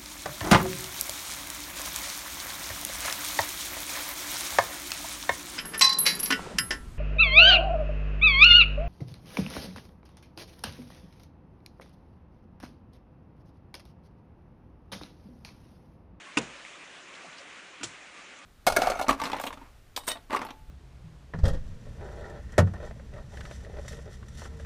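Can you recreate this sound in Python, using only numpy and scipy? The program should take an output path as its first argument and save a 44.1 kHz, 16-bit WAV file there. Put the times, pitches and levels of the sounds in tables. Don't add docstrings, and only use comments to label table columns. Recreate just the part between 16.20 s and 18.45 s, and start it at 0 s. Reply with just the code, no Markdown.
import sys
import numpy as np
from scipy import signal
from scipy.fft import rfft, irfft, next_fast_len
from scipy.io import wavfile
from scipy.ndimage import uniform_filter1d

SR = 44100
rng = np.random.default_rng(int(sys.argv[2]) if len(sys.argv) > 2 else 0)


def materialize(psi):
    bounded = np.clip(np.atleast_2d(psi).T, -1, 1)
    quanta = np.round(bounded * 32767).astype(np.int16)
    wavfile.write(sys.argv[1], SR, quanta)


N = 99225

# (time [s], plank gain [dB], joist gain [dB])
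FOOTFALLS = [(0.1705, -19.5, -31), (1.611, -39, -39), (1.635, -45, -49)]
# (frequency [Hz], gain [dB], t60 [s])
PLANK_MODES = [(229, -10.5, 0.25), (281, -2.5, 0.12), (298.8, -2.5, .1), (377, -22, 0.21), (443, -10, .11),
               (540, -29, .7), (972, -10, 0.094), (1235, -6, 0.065), (1454, -9, 0.047), (1420, -2, 0.031),
               (2453, -15, 0.047), (2768, -4.5, 0.059), (3490, -20, 0.039), (6977, -26, 0.049)]
# (frequency [Hz], gain [dB], t60 [s])
JOIST_MODES = [(55.6, -24, 0.96), (101.4, -10, 0.18), (130.5, -8.5, 0.31), (172, -13, 0.32)]
# (frequency [Hz], relative density [dB])
DECK_SPECTRUM = [(40, -30), (100, -10), (170, -6), (280, -2.5), (550, -5), (1200, -14.5), (3000, -16),
                 (6000, -40.5), (10000, -58.5)]
# (time [s], gain [dB])
SOLE_HITS = [(0.1718, -15.5), (0.1733, -18), (0.1739, -13.5), (0.176, -11.5), (0.1807, -23), (0.188, -28),
             (0.2065, -49), (1.612, -38), (1.630, -38), (1.632, -26)]
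# (frequency [Hz], relative density [dB])
SLAP_SPECTRUM = [(100, -32), (300, -3), (600, -3.5), (900, -6.5), (1400, -1), (2700, 1), (4200, -7.5),
                 (6500, -7), (10000, -18)]
# (frequency [Hz], width [Hz], gain [dB])
SLAP_RESONANCES = [(1040, 58, 2), (1335, 69, 8.5), (1473, 130, 9), (2510, 330, -4.5), (2620, 160, 9),
                   (3070, 53, 0), (3550, 120, 6), (4850, 130, 5), (6940, 180, 0.5)]
# (time [s], gain [dB], decay [s])
SOLE_DRAGS = [(0.177, -30, 0.0071), (0.184, -26, 0.0034), (0.213, -46, .018), (1.6323, -28, 0.01),
              (1.64, -38.5, 0.017), (1.67, -53.5, 0.024)]
# (frequency [Hz], relative density [dB])
GRIT_SPECTRUM = [(200, -13), (1000, 4), (2000, 1), (3600, 5.5), (4700, 2), (7000, 7), (8500, 1),
                 (10000, -5.5)]
# (time [s], gain [dB], centre [Hz], decay [s])
SHOE_TAPS = [(0.4499, -34, 2125, 0.0023), (0.459, -47, 2350, 0.042), (0.940, -39, 2700, 0.0024),
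             (0.952, -49, 4000, 0.0066), (1.043, -47, 690, 0.015), (1.060, -56, 155, 0.02),
             (1.128, -50, 3600, 0.0065), (1.181, -47.5, 4840, 0.015), (1.190, -59, 5740, 0.011),
             (1.200, -46.5, 527, 0.011), (1.633, -41, 346, 0.0091), (1.657, -45.5, 112.6, 0.014),
             (2.187, -54, 6850, .008)]
# (frequency [Hz], relative density [dB])
RUSH_SPECTRUM = [(15, -52), (25, -24), (48, -17), (145, -14), (186, -6.5), (216, -10), (245, -6.5),
                 (314, -4), (356, -6.5), (384, -4.5), (470, -8), (546, -3), (667, -6.5), (719, -5.5),
                 (924, -6.5), (1190, -2.5), (1310, -4), (1490, -2.5), (2520, -2), (3000, -6), (4830, -15),
                 (6870, -14), (10000, -24.5), (13000, -101), (22000, -120)]
# (time [s], level [dB])
RUSH_LEVELS = [(0, -48.5), (.1, -48.5), (.35, -47.5), (.49, -48), (.6, -48), (.86, -49), (.99, -47),
               (1.15, -48), (1.27, -48), (1.39, -48), (1.5, -49.5), (1.72, -49), (1.9, -49), (2.0, -48),
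               (2.25, -49.5)]
# (peak time [s], level [dB], centre [Hz])
FAR_NOTES = [(0.08, -52, 1090), (1.98, -51, 1178), (2.22, -54.5, 1210)]

PLANK_RISE_S, JOIST_LAG_S, JOIST_RISE_S = 0.0023, 0.0128, 0.0091
DECK_DB, DECK_RISE_S, DECK_DECAY_S = -11.5, 0.0063, 0.043
CLICK_DB, CLICK_WIDTH_S = 4, 0.00003
SLAP_DB, SLAP_DECAY_S, DIRECT_DB = -13, 0.0021, -1
RATTLE_DB, RATTLE_DECAY_S = -25.5, 0.0082
GRIT_PER_S, GRIT_SPREAD_DB = 19000, 2.5
SCUFF_RISE_S, SCUFF_TAIL_DB, SCUFF_TAIL_S = 0.00078, -38, 0.27
TAP_DB_PER_OCTAVE, TAP_RISE_S = -27.5, 0.000093
FLUTTER_DB, FLUTTER_PER_S = 1.2, 33
NOTE_WIDTH_HZ, NOTE_SIGMA_S = 80, 0.017
CUTOFF_HZ = 10060


def deck_boards():
    modes, envelope = 0, 0
    for start_s, plank_db, joist_db in FOOTFALLS:
        modes += undb(plank_db) * ring(start_s, PLANK_MODES, PLANK_RISE_S)
        modes += undb(joist_db) * ring(start_s + JOIST_LAG_S, JOIST_MODES, JOIST_RISE_S)
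        envelope += undb(plank_db) * burst(start_s, DECK_RISE_S, DECK_DECAY_S)
    rumble = colour(envelope * rng.standard_normal(N), DECK_SPECTRUM)
    return modes + undb(DECK_DB) * rumble


def sole_slaps():
    clicks, power = 0, 0
    for start_s, db in SOLE_HITS:
        t = since(start_s)
        click = np.exp(-((since(0) - start_s) / CLICK_WIDTH_S) ** 2)
        clicks += undb(db + CLICK_DB) * click / click.sum()
        slap = undb(SLAP_DB) * np.exp(-t / SLAP_DECAY_S)
        rattle = undb(RATTLE_DB) * np.exp(-t / RATTLE_DECAY_S)
        power += (undb(db) * (slap + rattle) * (t > 0)) ** 2
    force = colour(clicks + np.sqrt(power) * sign_noise(), SLAP_SPECTRUM)
    body = sum(undb(db) * band(force, hz, width_hz) for hz, width_hz, db in SLAP_RESONANCES)
    return undb(DIRECT_DB) * force + body


def sole_scuffs():
    grit = (rng.random(N) < GRIT_PER_S / SR) * sign_noise()
    grit *= undb(GRIT_SPREAD_DB * rng.standard_normal(N))
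    drag = 0
    for start_s, db, decay_s in SOLE_DRAGS:
        tail = undb(SCUFF_TAIL_DB) * burst(start_s, SCUFF_RISE_S, SCUFF_TAIL_S)
        drag += undb(db) * (burst(start_s, SCUFF_RISE_S, decay_s) + tail)
    return colour(unit(grit) * drag, GRIT_SPECTRUM)


def shoe_taps():
    skirt_db = 2 * TAP_DB_PER_OCTAVE
    taps = 0
    for start_s, db, hz, decay_s in SHOE_TAPS:
        tick = burst(start_s, TAP_RISE_S, decay_s) * sign_noise()
        taps += undb(db) * colour(tick, [(hz / 4, skirt_db), (hz, 0), (hz * 4, skirt_db)])
    return taps


def woods_rush():
    edges_hz = np.geomspace(20, SR / 2, num=21)
    hz = np.arange(N // 2 + 1) * SR / N
    spectrum = rfft(colour(rng.standard_normal(N), RUSH_SPECTRUM))
    rush = 0
    for low_hz, high_hz in zip(edges_hz, edges_hz[1:]):
        half_octave = irfft(spectrum * ((hz >= low_hz) & (hz < high_hz)), N)
        rush += half_octave * undb(FLUTTER_DB * wander(FLUTTER_PER_S))
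    level_db = np.interp(since(0), *np.array(RUSH_LEVELS).T)
    return unit(rush) * undb(level_db)


def far_notes():
    notes = 0
    for peak_s, db, hz in FAR_NOTES:
        envelope = np.exp(-0.5 * ((since(0) - peak_s) / NOTE_SIGMA_S) ** 2)
        noise = band(rng.standard_normal(N), hz, NOTE_WIDTH_HZ)
        notes += undb(db) * envelope * unit(band(noise, hz, NOTE_WIDTH_HZ))
    return notes


def undb(db):
    return 10 ** (np.asarray(db) / 20)


def unit(x):
    return x / np.sqrt(np.mean(x ** 2))


def since(start_s):
    return np.maximum(np.arange(N) / SR - start_s, 0)


def burst(start_s, rise_s, decay_s):
    t = since(start_s)
    return (1 - np.exp(-t / rise_s)) * np.exp(-t / decay_s)


def ring(start_s, modes, rise_s):
    t = since(start_s)
    ringing = sum(undb(db - 60 * t / t60_s) * np.sin(2 * np.pi * hz * t) for hz, db, t60_s in modes)
    return (1 - np.exp(-t / rise_s)) * ringing


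def sign_noise():
    return np.sign(rng.standard_normal(N))


def wander(rate_per_s):
    hold = int(SR / rate_per_s)
    stairs = np.repeat(rng.standard_normal(N // hold + 1), hold)
    return unit(uniform_filter1d(uniform_filter1d(stairs, hold), hold)[:N])


def band(x, hz, width_hz):
    return signal.lfilter(*signal.iirpeak(hz, hz / width_hz, fs=SR), x)


def colour(x, points):
    size = 2 * next_fast_len(N)
    hz, db = np.array(points).T
    bins_hz = np.arange(size // 2 + 1) * SR / size
    gain = unit(undb(np.interp(np.log(bins_hz + 1), np.log(hz), db)))
    cepstrum = irfft(np.log(gain))
    cepstrum[1:size // 2] *= 2
    cepstrum[size // 2 + 1:] = 0
    return irfft(rfft(x, size) * np.exp(rfft(cepstrum)))[:N]


def scene():
    footsteps = deck_boards() + sole_slaps() + sole_scuffs() + shoe_taps()
    return (footsteps + woods_rush() + far_notes())[None]


def record(dry):
    lowpass = signal.ellip(10, rp=0.2, rs=70, Wn=CUTOFF_HZ, fs=SR, output="sos")
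    return signal.sosfilt(lowpass, dry)


dry = scene()
out = record(dry)
materialize(out)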